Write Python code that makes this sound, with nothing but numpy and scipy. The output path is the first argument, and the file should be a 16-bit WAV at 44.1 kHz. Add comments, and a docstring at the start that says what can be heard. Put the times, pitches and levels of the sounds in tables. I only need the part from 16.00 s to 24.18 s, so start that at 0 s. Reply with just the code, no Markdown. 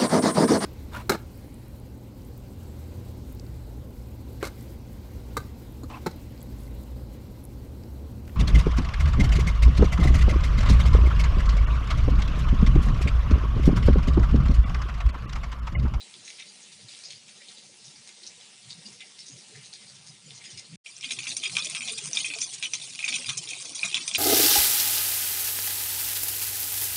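"""Flooded concrete roof in the rain, heard through a phone from two spots with a short silence between them.
Open roof first: a fine patter of random ticks over a noise wash, with single splashes as showers of droplets.
Then an edge where run-off falls in strings of fat drops: slaps, spatter, ringing bubbles, corner resonances.
Walls add echoes and a short noise tail; wind on the microphone is low noise with booming buffets."""
import sys
import numpy as np
from scipy import signal
from scipy.fft import rfft, irfft
from scipy.io import wavfile
from scipy.ndimage import map_coordinates

SR = 44100
rng = np.random.default_rng(int(sys.argv[2]) if len(sys.argv) > 2 else 0)


def unload_audio(sound):
    """Save the sound as a 16-bit wav file, at the path given as the first command line argument."""
    columns = np.transpose(np.atleast_2d(sound))
    # keep every value between -1 and 1, then stretch to whole-number steps
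    steps = np.round(np.clip(columns, -1, 1) * 32767)
    wavfile.write(sys.argv[1], SR, steps.astype(np.int16))


N = 360738
TIME_S = np.arange(N) / SR

# slugs of run-off hitting the floor:
# start_s, slap_peak_db, slap_pitch_hz, time_to_thickest_spatter_s, body_db, spray_db (last two before trim)
RUNOFF_SLUGS = [(4.861, -30, 2710, 0.015, -47.5, -60), (5.029, -26.5, 3120, 0.015, -37, -43),
                (5.044, -19, 3140, 0.014, -53, -53), (5.107, -15.5, 2980, 0.0095, -37, -31),
                (5.188, -21, 2630, 0.0028, -35, -36), (5.269, -20.5, 2760, 0.017, -43, -33.5),
                (5.367, -19, 5650, 0.0027, -40, -25), (5.437, -16.5, 3300, 0.013, -30, -39),
                (5.5677, -9.5, 3160, 0.028, -35.5, -49), (5.623, -22.5, 3740, 0.02, -43, -34.5),
                (5.749, -15.5, 3020, 0.0015, -28, -27.5), (5.807, -24, 2560, 0.029, -40, -64),
                (5.884, -20, 3560, 0.0082, -36, -49), (5.977, -26, 3500, 0.0046, -40, -31.5),
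                (6.132, -14.5, 5900, 0.0037, -45, -47), (6.151, -18, 4760, 0.0043, -43, -31),
                (6.171, -12.5, 3500, 0.021, -45, -32), (6.245, -20.5, 2580, 0.013, -32.5, -31),
                (6.302, -22.5, 2760, 0.022, -36.5, -55), (6.417, -15.5, 5800, 0.0097, -31.5, -32),
                (6.529, -29, 7800, 0.0075, -34, -33), (6.626, -16, 3330, 0.0099, -29, -37),
                (6.736, -13.5, 5900, 0.0032, -39, -47), (6.99, -18.5, 3070, 0.0027, -36, -56),
                (7.027, -24, 2440, 0.0026, -44, -58), (7.0416, -16.5, 2630, 0.012, -41, -37),
                (7.079, -16, 2740, 0.012, -30, -31.5), (7.132, -20, 3340, 0.013, -28.5, -28),
                (7.244, -26, 2730, 0.059, -46, -42), (7.284, -24, 3800, 0.0056, -27, -31),
                (7.372, -20, 6450, 0.0065, -30, -28.5), (7.474, -28.5, 3400, 0.037, -44, -39.5),
                (7.749, -26, 6630, 0.004, -44, -30.5), (7.831, -13.5, 2500, 0.022, -36, -33),
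                (7.944, -10, 3370, 0.025, -36, -51), (8.078, -14, 6100, 0.0071, -42, -32),
                (8.149, -10.5, 3020, 0.0029, -47, -24.5)]
# fat drops slapping among and together with the slugs: start_s, peak_db, pitch_hz
RUNOFF_DROPS = [(4.966, -30, 5900), (5.01, -30, 5540), (5.091, -28, 3700), (5.203, -33, 2940),
                (5.232, -27, 2980), (5.308, -21, 4080), (5.315, -30, 3940), (5.421, -31, 3600),
                (5.431, -22, 2600), (5.457, -23.5, 2410), (5.462, -26, 2700), (5.496, -23, 2610),
                (5.553, -22, 3130), (5.647, -20, 5920), (5.669, -23, 3300), (5.698, -21, 8660),
                (5.71, -21, 5250), (5.761, -20.5, 3360), (5.819, -25, 2580), (5.849, -24, 6810),
                (5.876, -19, 4030), (5.895, -20.5, 2850), (5.921, -26, 9200), (5.933, -25.5, 3620),
                (5.983, -18, 5560), (6.184, -23.5, 3200), (6.337, -21, 2470), (6.386, -21, 4800),
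                (6.426, -22, 5150), (6.636, -20, 2640), (6.657, -22, 2950), (6.735, -16.5, 2740),
                (6.743, -19.5, 5800), (6.8, -30, 3740), (6.816, -30, 3620), (6.884, -39, 3750),
                (6.9, -26.5, 7060), (6.95, -21.5, 4750), (7.085, -22, 3340), (7.123, -15, 3000),
                (7.148, -32, 5400), (7.162, -18, 3000), (7.26, -18.5, 4980), (7.295, -15.5, 3040),
                (7.488, -18, 5510), (7.508, -26, 2580), (7.533, -24, 2620), (7.6, -27, 4800),
                (7.621, -21, 5970), (7.653, -24.5, 6300), (7.793, -22.5, 4170), (7.849, -17, 6850),
                (7.895, -24, 8800), (7.914, -23, 3880), (7.944, -15, 5440), (7.959, -18.5, 3270),
                (7.969, -15, 2980), (8.113, -21, 3350), (8.155, -16.5, 5640)]
# flurries of smaller drops among the slugs: start_s, body_db (before trim), body_resonance_hz
RUNOFF_FLURRIES = [(5.311, -32.5, 4250), (5.552, -37, 3100), (5.574, -32, 5880), (5.636, -41, 6000),
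                   (5.917, -34, 8900), (6.126, -42, 6100), (6.144, -37, 4930), (6.25, -36, 2450),
                   (6.402, -27, 5900), (6.824, -42.5, 3720), (7.182, -41, 5600), (7.486, -43, 5500),
                   (7.504, -39, 2540), (7.645, -43, 6150), (7.92, -32, 2860), (8.134, -30, 5600)]
# flow of the run-off, sets patter and fizz: time_s, level_db (before surges and layer trims)
RUNOFF_FLOW = [(4.98, -42.5), (5.14, -33.5), (6.2, -32.5), (6.95, -35), (7.3, -33), (7.43, -36.5),
               (7.55, -33), (8.18, -31.5)]
# colour of run-off splashes and slaps: freq_hz, gain_db
RUNOFF_COLOUR = [(100, -54), (400, -12), (1750, -8.5), (2150, 4), (2450, 12.5), (2950, -2), (3450, 6.5),
                 (4500, -1.5), (5400, 1.5), (7000, 3), (7700, -5), (9000, 4), (9900, -5.5), (11100, -29)]
# colour of run-off patter: freq_hz, gain_db
RUNOFF_PATTER_COLOUR = [(240, -28), (400, -13), (668, -5.5), (1050, -6.5), (1720, -8.5), (2490, 4),
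                        (2950, 4), (3480, 0), (4530, 4.5), (5890, 5), (7780, 1), (8810, 8), (9710, 2.5),
                        (11000, -21.5), (14300, -57), (22000, -120)]
# hollow resonances of the wall corner: freq_hz, q, gain_db
CORNER_MODES = [(450, 24, -8), (656, 27, 11.5), (1055, 33, 13), (1258, 105, 12), (1513, 65, 8.5)]
# gurgle under the run-off: time_s, level_db
GURGLE = [(4.92, -79), (5.08, -61.5), (5.45, -60.5), (5.9, -56.5), (6.35, -60.5), (6.7, -67.5),
          (6.98, -66.5), (7.15, -54.5), (7.45, -61), (7.7, -59.5), (8.18, -57.5)]
# heaviest splashes knock on the slab: start_s, level_db
KNOCKS = [(5.559, -42), (5.745, -50), (7.282, -44.5), (7.832, -45), (7.943, -51)]
# colour of a knock: freq_hz, gain_db
KNOCK_COLOUR = [(80, -27), (200, 8), (500, -11), (1200, 16), (1700, 11), (2600, -22)]
# loudest open-roof splashes: start_s, time_to_thickest_spatter_s, body_resonance_hz, body_db, spray_db
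ROOF_SPLASHES = [(0.0, 0.01, 3570, -46, -58), (0.132, 0.0088, 3380, -46, -69),
                 (0.245, 0.015, 6600, -47, -53), (0.265, 0.025, 2640, -47, -47.5),
                 (0.382, 0.017, 2850, -43, -51), (0.466, 0.015, 4220, -50, -66),
                 (0.622, 0.01, 6520, -53, -66), (0.715, 0.0099, 3730, -51, -50),
                 (0.884, 0.034, 3280, -50.5, -57), (0.955, 0.023, 8500, -53, -62),
                 (1.035, 0.024, 4950, -43.5, -62), (1.094, 0.019, 3070, -47.5, -48),
                 (1.276, 0.0088, 2920, -50, -50), (1.398, 0.0091, 2190, -50.5, -59),
                 (1.482, 0.021, 3280, -52, -54), (1.568, 0.0092, 3700, -50, -64),
                 (1.83, 0.026, 6200, -50, -55), (2.06, 0.019, 2540, -55.5, -48.5),
                 (2.228, .02, 4600, -47, -63), (2.262, 0.0072, 5660, -38.5, -63),
                 (2.395, 0.024, 3280, -55, -56), (2.694, 0.015, 4100, -41.5, -53),
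                 (2.775, 0.014, 3900, -58, -55), (2.848, 0.013, 4760, -47, -59),
                 (2.92, 0.0084, 6440, -53, -56), (2.997, 0.013, 2670, -44, -71),
                 (3.183, 0.012, 3580, -50, -45.5), (3.256, .019, 6140, -45.5, -47),
                 (3.36, .018, 6300, -57, -55), (3.535, 0.018, 1980, -52.5, -68),
                 (3.63, 0.019, 3400, -55.5, -49), (3.722, 0.016, 3700, -47.5, -45.5),
                 (3.86, .02, 4630, -50, -60), (3.94, 0.014, 5200, -65, -52), (4.06, 0.018, 6570, -60, -48),
                 (4.295, 0.019, 3230, -48.5, -61), (4.335, .02, 5950, -54, -52),
                 (4.431, 0.018, 2650, -49, -48), (4.5, 0.012, 5270, -58, -44),
                 (4.568, .018, 2820, -51, -41.5), (4.721, 0.021, 2510, -53.5, -75)]
# large drops cracking on the open roof: start_s, peak_db, pitch_hz
ROOF_DROPS = [(0.014, -36, 4070), (0.394, -36, 3740), (0.885, -33, 4130), (1.037, -33.5, 4900),
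              (1.106, -33, 4330), (1.485, -34, 3970), (1.958, -39, 4860), (2.233, -36.5, 4270),
              (2.266, -31.5, 5800), (2.703, -34.5, 4540), (3.006, -32.5, 3650), (3.729, -35, 4540),
              (4.41, -41, 2180), (4.445, -39, 3280)]
# single drips ringing in the standing water: start_s, peak_db, pitch_hz
PINGS = [(0.627, -46, 6520), (1.05, -42, 4995), (2.78, -56, 5000), (2.852, -48, 2850), (2.855, -39.5, 4750),
         (3.195, -41, 5350), (3.32, -51, 5000), (3.325, -49, 6450), (4.085, -47, 4980), (4.26, -46, 7000),
         (4.3, -54, 4200), (4.35, -49, 6650), (4.36, -57, 4130), (4.445, -45, 3350), (4.45, -44, 6700),
         (4.458, -43, 4970), (4.49, -47, 3070), (4.505, -56, 4630), (4.51, -48, 3530), (4.52, -55, 5700),
         (4.54, -52, 2900), (4.575, -41, 5020)]
# steady open-roof patter: time_s, level_db (before trim and surges)
ROOF_RAIN = [(0, -49.5), (1.0, -49), (1.3, -50.5), (1.6, -50), (4.05, -50), (4.2, -52.5), (4.4, -49),
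             (4.75, -51)]
# colour of open-roof splashes: freq_hz, gain_db
ROOF_COLOUR = [(100, -56), (300, -10), (500, -27), (1150, -6), (1550, 6), (2100, 10), (3000, 0),
               (3700, 7.5), (5000, 6), (6700, 6), (7500, -9.5), (8700, 3), (9700, -6), (10900, -66)]
# colour of open-roof patter and large drops: freq_hz, gain_db
ROOF_PATTER_COLOUR = [(120, -41), (200, 2.5), (257, -7), (336, -4), (727, -9), (875, -7.5), (1070, -10.5),
                      (1500, -9), (2430, -1.5), (4760, 1), (6330, -1), (7360, -3), (9300, -1.5),
                      (9950, -6.5), (11000, -27.5), (14300, -73), (22000, -120)]
# large air pockets glugging in the puddles: start_s, peak_db, pitch_hz
GLUGS = [(3.295, -52.5, 274), (3.522, -52.5, 435), (3.57, -54, 420), (4.274, -56, 490), (5.06, -47.5, 260),
         (5.66, -48, 606), (5.885, -49, 674), (5.914, -46, 432), (6.018, -49, 405), (6.3, -49, 300),
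         (6.358, -47, 670), (6.361, -47, 444), (7.124, -47.5, 270), (7.711, -54, 260), (7.841, -44, 668)]
# strongest wind buffets: middle_s, level_db (before buffet trim), pitch_hz
BUFFETS = [(0.838, -54.5, 121), (1.151, -62, 126), (1.879, -59, 135), (2.673, -55.5, 129),
           (2.787, -53, 157), (2.88, -54.5, 191), (3.338, -52.5, 141), (3.578, -52.5, 123),
           (4.116, -55, 140), (4.273, -55, 164), (4.332, -56, 128), (4.559, -53.5, 126),
           (4.732, -45.5, 160), (5.313, -58, 140), (5.542, -48.5, 146), (5.737, -54, 161),
           (6.069, -48, 146), (7.299, -46, 124), (7.386, -49.5, 140), (7.848, -50, 162)]
# breeze on the microphone: time_s, level_db (before flutter)
BREEZE = [(0, -76), (2.4, -72.5), (2.8, -68.5), (4.7, -67), (5.2, -59.5), (8.18, -63)]
# colour of the breeze: freq_hz, gain_db
WIND_COLOUR = [(25, -15), (55, -9), (90, 2.5), (125, 12.5), (180, 10), (250, -11), (500, -78), (1500, -74)]

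ROOF_END_S, RUNOFF_START_S = 4.76, 4.84
LOWS_SETTLE_S = 0.27  # build-up of wind and glugs at the second spot
SPATTER_LEAD_S, BODY_PITCH_RATIO = 0.0009, 0.92  # spatter starts before the slap and rings lower
TRAIL_GAP_S, TRAIL_STEP_DB = 0.013, -7.5  # mean gap and level step between trailing drops
SLAP_RING_S, SLAP_RISE_S, SLAP_CRACK = .001, .0003, .7
RUNOFF_SPREAD_DB, RUNOFF_COMB_DB, RUNOFF_BODY_Q = 5.5, -3, 1.8
FLURRY_RISE_S, FLURRY_SPRAY_DB, FLURRY_Q = .006, -7, 5  # spray relative to body
STRAY_DB, STRAY_LOW_HZ, STRAY_HIGH_HZ, STRAY_RISE_S = -47, 3020, 7100, 0.0018  # mean level before trim
FAINT_DB, FAINT_LOW_HZ, FAINT_HIGH_HZ, FAINT_RISE_S = -62, 2820, 7200, .015  # mean body level
ROOF_BODY_Q = 2.3
ROOF_PATCHY_DB, RUNOFF_PATCHY_DB = 4, 10
ROOF_SURGE_DB, RUNOFF_SURGE_DB = .8, 2.2
ROOF_ECHO_DB, ROOF_TAIL_DB, CORNER_ECHO_DB, CORNER_TAIL_DB = -6, -14, -13, -20  # re direct, before scaling
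GLUG_GLIDE_PER_S = .5
TOP_HZ = 11200


def runoff():
    """Strings of water break up on the floor close by; the puddle fizzes, plinks and gurgles."""
    flow_db = curve(RUNOFF_FLOW) + RUNOFF_SURGE_DB * walk(32)
    hits = falling_water()
    rain = undb(-9.0) * patter(RUNOFF_PATTER_COLOUR, rate_per_s=1100, wash_db=0,
                               patchy_db=RUNOFF_PATCHY_DB, patch_per_s=50, patch_width_hz=336)
    fizz = undb(-16) * bubbles(3200, 8000, cycles=110, glide=0, count=4000)
    corner = sum(undb(db) * resonate(hits, hz, q) for hz, q, db in CORNER_MODES)
    stir = stirring(hits, calm_s=0.012)
    plinks = undb(-48) * stir * bubbles(3000, 7400, cycles=140, glide=0, count=1500)
    gurgle = undb(curve(GURGLE)) * bubbles(215, 1357, cycles=34, glide=.015, count=1700)
    # rain on the rest of the roof
    distant = undb(-58) * unit(through(rng.standard_normal(N), response(ROOF_PATTER_COLOUR)))
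    wet = undb(flow_db) * (rain + fizz) + distant + hits + corner + plinks + gurgle + knocks(rise_s=0.016)
    return walls(wet, echo_db=CORNER_ECHO_DB, tail_db=CORNER_TAIL_DB, t60_s=0.09)


def falling_water():
    """Slugs slap the floor inside showers of spatter; fat drops and flurries fall among them."""
    showers = [(s - SPATTER_LEAD_S, rise_s, hz * BODY_PITCH_RATIO, body_db, spray_db)
               for s, _, hz, rise_s, body_db, spray_db in RUNOFF_SLUGS]
    strays = chance_events(RUNOFF_START_S + LOWS_SETTLE_S, N / SR, STRAY_DB, 4,
                           STRAY_LOW_HZ, STRAY_HIGH_HZ, count=50)
    showers += [(s, STRAY_RISE_S, hz, db, db) for s, db, hz in strays]
    spatter = splashes(showers, RUNOFF_COLOUR, body_per_s=600, spray_per_s=1500, spread_db=RUNOFF_SPREAD_DB,
                       body_q=RUNOFF_BODY_Q, spray_hz=5000, comb_db=RUNOFF_COMB_DB)
    flurries = [(s, FLURRY_RISE_S, hz, db, db + FLURRY_SPRAY_DB) for s, db, hz in RUNOFF_FLURRIES]
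    spatter += splashes(flurries, RUNOFF_COLOUR, body_per_s=510, spray_per_s=1800, spread_db=RUNOFF_SPREAD_DB,
                        body_q=FLURRY_Q, spray_hz=4750, comb_db=RUNOFF_COMB_DB)
    slugs = trailed([row[:3] for row in RUNOFF_SLUGS], count=2)
    slug_slaps = slaps(slugs, RUNOFF_COLOUR, crack=SLAP_CRACK, spatter=0.19, spatter_s=0.0054, comb_db=-12)
    drop_slaps = slaps(RUNOFF_DROPS, RUNOFF_COLOUR, crack=SLAP_CRACK, spatter=0.15, spatter_s=0.013,
                       comb_db=-12.5)
    return undb(-0.5) * spatter + slug_slaps + drop_slaps


def slaps(drops, colour, crack, spatter, spatter_s, comb_db):
    """A fat drop cracks on the film, the air caught under it rings briefly and flung droplets land."""
    out, tone, t = np.zeros(N), response(colour), TIME_S[:SR // 40]
    for s, peak_db, hz in drops:
        ring = np.sin(2 * np.pi * hz * t) * np.exp(-t / SLAP_RING_S) * (1 - np.exp(-t / SLAP_RISE_S))
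        ring[0] += crack
        droplets = unit(resonate(ticks(len(t), 2500, 7.9), hz, 0.86))
        ring += spatter * droplets * np.exp(-t / spatter_s)
        slap = scatter(through(ring, tone), comb_db)
        add(out, s, undb(peak_db) * slap / np.abs(slap).max())
    return out


def splashes(table, colour, body_per_s, spray_per_s, spread_db, body_q, spray_hz, comb_db):
    """A shower of droplets thickens and thins: coarse ones ring the film, fine ones hiss."""
    out, tone, t = np.zeros(N), response(colour), TIME_S[:SR // 5]
    highpass = signal.butter(2, spray_hz, "high", fs=SR, output="sos")
    for s, rise_s, hz, body_db, spray_db in table:
        shower = t / rise_s * np.exp((1 - (t / rise_s) ** 1.5) / 1.5)  # peaks at rise_s
        spot = scatter(tone, comb_db)
        coarse = ticks(len(t), body_per_s, spread_db) * shower
        body = resonate(resonate(coarse, hz, body_q), hz, body_q)
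        spray = signal.sosfilt(highpass, ticks(len(t), spray_per_s, spread_db) * shower)
        splash = undb(body_db) * unit(through(body, spot)) + undb(spray_db) * unit(through(spray, spot))
        add(out, s, splash * np.sqrt(np.mean(shower ** 2)))
    return out


def trailed(slugs, count):
    """Ever smaller drops follow each slug (start_s, peak_db, pitch_hz) at uneven gaps."""
    drops = list(slugs)
    for (s, db, hz), behind in zip(slugs, rng.random((len(slugs), count, 2))):
        for gap, pitch in behind:
            s, db = s + TRAIL_GAP_S * (.5 + gap), db + TRAIL_STEP_DB
            drops.append((s, db, hz * 2 ** (.5 * (pitch - .5))))
    return drops


def knocks(rise_s):
    """A slug of water spreads on the concrete with a short dull knock."""
    out, t = np.zeros(N), TIME_S[:SR // 5]
    push = t / rise_s * np.exp(1 - t / rise_s)
    for s, db in KNOCKS:
        knock = through(rng.standard_normal(len(t)) * push, response(KNOCK_COLOUR))
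        add(out, s, undb(db) * unit(knock) * np.sqrt(np.mean(push ** 2)))
    return out


def open_roof():
    """Uneven rain all round, with crackling splashes that trap tiny bubbles in the standing water."""
    rain = patter(ROOF_PATTER_COLOUR, rate_per_s=3000, wash_db=1,
                  patchy_db=ROOF_PATCHY_DB, patch_per_s=35, patch_width_hz=450)
    spots = chance_events(0, ROOF_END_S, FAINT_DB, 2.6, FAINT_LOW_HZ, FAINT_HIGH_HZ, count=28)
    faint = [(s, FAINT_RISE_S, hz, db, db + 0.5) for s, db, hz in spots]
    drops = splashes(ROOF_SPLASHES + faint, ROOF_COLOUR, body_per_s=1300, spray_per_s=3000, spread_db=5.5,
                     body_q=ROOF_BODY_Q, spray_hz=4200, comb_db=-16.5)
    cracks = slaps(ROOF_DROPS, ROOF_PATTER_COLOUR, crack=1.0, spatter=0.22, spatter_s=0.0037, comb_db=-4.0)
    stir = stirring(drops, calm_s=.04)
    plinks = undb(-64) * stir * bubbles(3600, 7200, cycles=110, glide=0, count=900)
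    pings = rings(PINGS, swell_s=0.0059, glide_per_s=0.034)
    plops = undb(-71.5) * bubbles(280, 900, cycles=20, glide=.05, count=500)
    rain_db = curve(ROOF_RAIN) - 1.73 + ROOF_SURGE_DB * walk(13)
    wet = undb(rain_db) * rain + drops + cracks + plinks + pings + plops
    return walls(wet, echo_db=ROOF_ECHO_DB, tail_db=ROOF_TAIL_DB, t60_s=0.29, count=40)


def patter(colour, rate_per_s, wash_db, patchy_db, patch_per_s, patch_width_hz):
    """Countless small raindrops: the nearer ones tick, the far ones merge into a wash."""
    near = unit(ticks(N, rate_per_s, 3))
    far = undb(wash_db) * rng.standard_normal(N)
    rain = through(near + far, response(colour))
    return unit(patchy(rain, patchy_db, patch_per_s, patch_width_hz))


def patchy(x, depth_db, patch_per_s, width_hz, size=256):
    """Drops land on ever different spots, so pitch bands swell and fade on their own."""
    hz, t, spectra = signal.stft(x, SR, nperseg=size)
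    chance = rng.standard_normal((size, 4 * size))
    grid = np.meshgrid(hz / width_hz, t * patch_per_s, indexing="ij")
    field = map_coordinates(chance, grid, order=1, mode="wrap")
    return signal.istft(spectra * undb(depth_db * np.tanh(field)), SR, nperseg=size)[1][:len(x)]


def ticks(size, rate_per_s, spread_db):
    """Droplet impacts at random moments: many small ones, a few large."""
    when, strength, sign = rng.random((3, size))
    rarity = np.minimum(-np.log(1 - strength), 5)
    return (when < rate_per_s / SR) * np.sign(sign - .5) * undb(spread_db * rarity)


def bubbles(low_hz, high_hz, cycles, glide, count):
    """Trapped air pockets ring for some cycles, rising in pitch by the fraction glide; rms 1."""
    out = np.zeros(N)
    for when, pitch, strength in rng.random((count, 3)):
        hz = low_hz * (high_hz / low_hz) ** pitch
        age = np.linspace(0, 1, int(cycles * SR / hz))
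        envelope = np.tanh(20 * age) * np.exp(-np.log(100) * age)
        tone = np.sin(2 * np.pi * cycles * age * (1 + glide * age / 2))
        add(out, when * N / SR, strength ** np.pi * envelope * tone)
    return unit(out)


def rings(table, swell_s, glide_per_s):
    """A trapped air pocket swells, rings briefly and rises a little in pitch."""
    out, t = np.zeros(N), TIME_S[:SR // 5]
    envelope = t / swell_s * np.exp(1 - t / swell_s)
    for s, db, hz in table:
        tone = np.sin(2 * np.pi * hz * t * (1 + glide_per_s * t / 2))
        add(out, s, undb(db) * envelope * tone)
    return out


def stirring(hits, calm_s):
    """Puddle agitation: jumps with each splash and calms again; rms 1."""
    return unit(through(np.abs(hits), np.exp(-TIME_S[:SR // 2] / calm_s)))


def scatter(x, echo_db, count=4):
    """Short paths from each landing spot to the microphone comb its colour."""
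    for path, sign in rng.random((count, 2)):
        lag = int(SR * (.0004 + .005 * path))
        x = x + np.sign(sign - .5) * undb(echo_db) * np.pad(x, (lag, 0))[:len(x)]
    return x


def walls(x, echo_db, tail_db, t60_s, count=8):
    """Hard echoes from floor and walls, then a short decaying noise tail."""
    t = TIME_S[:SR // 4]
    echoes = np.zeros(len(t))
    lags_s = rng.uniform(.002, .028, count)
    echoes[(lags_s * SR).astype(int)] = np.exp(-lags_s / 0.023)
    tail = rng.standard_normal(len(t)) * undb(-60 * t / t60_s) * np.minimum(t / .01, 1)
    impulse = undb(echo_db) * echoes / np.linalg.norm(echoes) + undb(tail_db) * tail / np.linalg.norm(tail)
    impulse[0] = 1  # direct sound
    return through(x, impulse / np.linalg.norm(impulse))


def wind(buffet_trim_db, width_s, q):
    """A low flutter of air on the microphone, with short booming buffets."""
    t = TIME_S[:SR // 5]
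    air = unit(through(rng.standard_normal(N), response(WIND_COLOUR, size=8192)))
    out = air * undb(curve(BREEZE) + 5 * walk(14))
    half_s = t[-1] / 2
    swell = np.exp(-.5 * ((t - half_s) / width_s) ** 2)
    for middle_s, db, hz in BUFFETS:
        boom = resonate(resonate(rng.standard_normal(len(t)), hz, q), hz, q)
        puff = unit(swell * boom) * np.sqrt(np.mean(swell ** 2))
        add(out, middle_s - half_s, puff * undb(db + buffet_trim_db))
    return out


def chance_events(start_s, end_s, mean_db, spread_db, low_hz, high_hz, count):
    """Rows (start_s, level_db, pitch_hz) at random, one per equal time slot."""
    when, strength, pitch = rng.random((count, 3)).T
    times_s = start_s + (end_s - start_s) * (np.arange(count) + when) / count
    levels_db = mean_db + spread_db * (2 * strength - 1)
    return np.transpose([times_s, levels_db, low_hz * (high_hz / low_hz) ** pitch])


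def undb(db):
    """Decibels to gain."""
    return 10 ** (np.asarray(db) / 20)


def unit(x):
    """Scale to rms 1."""
    return x / np.sqrt(np.mean(x ** 2) + 1e-20)


def curve(rows):
    """Join (time_s, value) rows by straight lines."""
    return np.interp(TIME_S, *np.transpose(rows))


def add(out, start_s, sound):
    """Mix a sound in at start_s."""
    start = int(np.clip(start_s * SR, 0, N - 1))
    out[start:start + len(sound)] += sound[:N - start]


def walk(points_per_s):
    """Slow random drift through normal points joined by lines."""
    points = rng.standard_normal(1024)
    return np.interp(TIME_S * points_per_s, np.arange(len(points)), points)


def response(colour, size=2048):
    """Minimum-phase impulse response of a (freq_hz, gain_db) colour, by folding the cepstrum."""
    hz, db = np.transpose(colour)
    freq_hz = np.arange(size // 2 + 1) * SR / size + 1
    cepstrum = irfft(np.log(undb(np.interp(np.log(freq_hz), np.log(hz), db))))
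    cepstrum[1:size // 2] *= 2
    cepstrum[size // 2 + 1:] = 0
    return irfft(np.exp(rfft(cepstrum)))[:size // 2]


def through(x, impulse):
    """Convolve with an impulse response, keeping the length."""
    return signal.fftconvolve(x, impulse)[:len(x)]


def resonate(x, hz, q):
    """Two-pole resonance, gain 1 at its centre."""
    return signal.lfilter(*signal.iirpeak(min(hz, SR / 3), q, fs=SR), x)


def scene():
    """Open roof, short silence, then run-off fading in; wind and glugs at both spots."""
    glugs = rings(GLUGS, swell_s=0.0074, glide_per_s=GLUG_GLIDE_PER_S)
    lows = wind(buffet_trim_db=2.5, width_s=0.02, q=2.9) + glugs
    first = np.clip((ROOF_END_S - TIME_S) / .003, 0, 1)
    second = np.clip((TIME_S - RUNOFF_START_S) / .025, 0, 1)
    settle = np.clip((TIME_S - RUNOFF_START_S) / LOWS_SETTLE_S, 0, 1)
    return (first * (open_roof() + lows) + second * (runoff() + settle * lows))[None]


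def record(dry):
    """The phone thins the deep bass and cuts the top octave steeply."""
    thinned = signal.sosfilt(signal.butter(2, 80, "high", fs=SR, output="sos"), dry)
    return signal.sosfilt(signal.ellip(10, .2, 70, TOP_HZ, fs=SR, output="sos"), thinned)


dry = scene()
out = record(dry)
unload_audio(out)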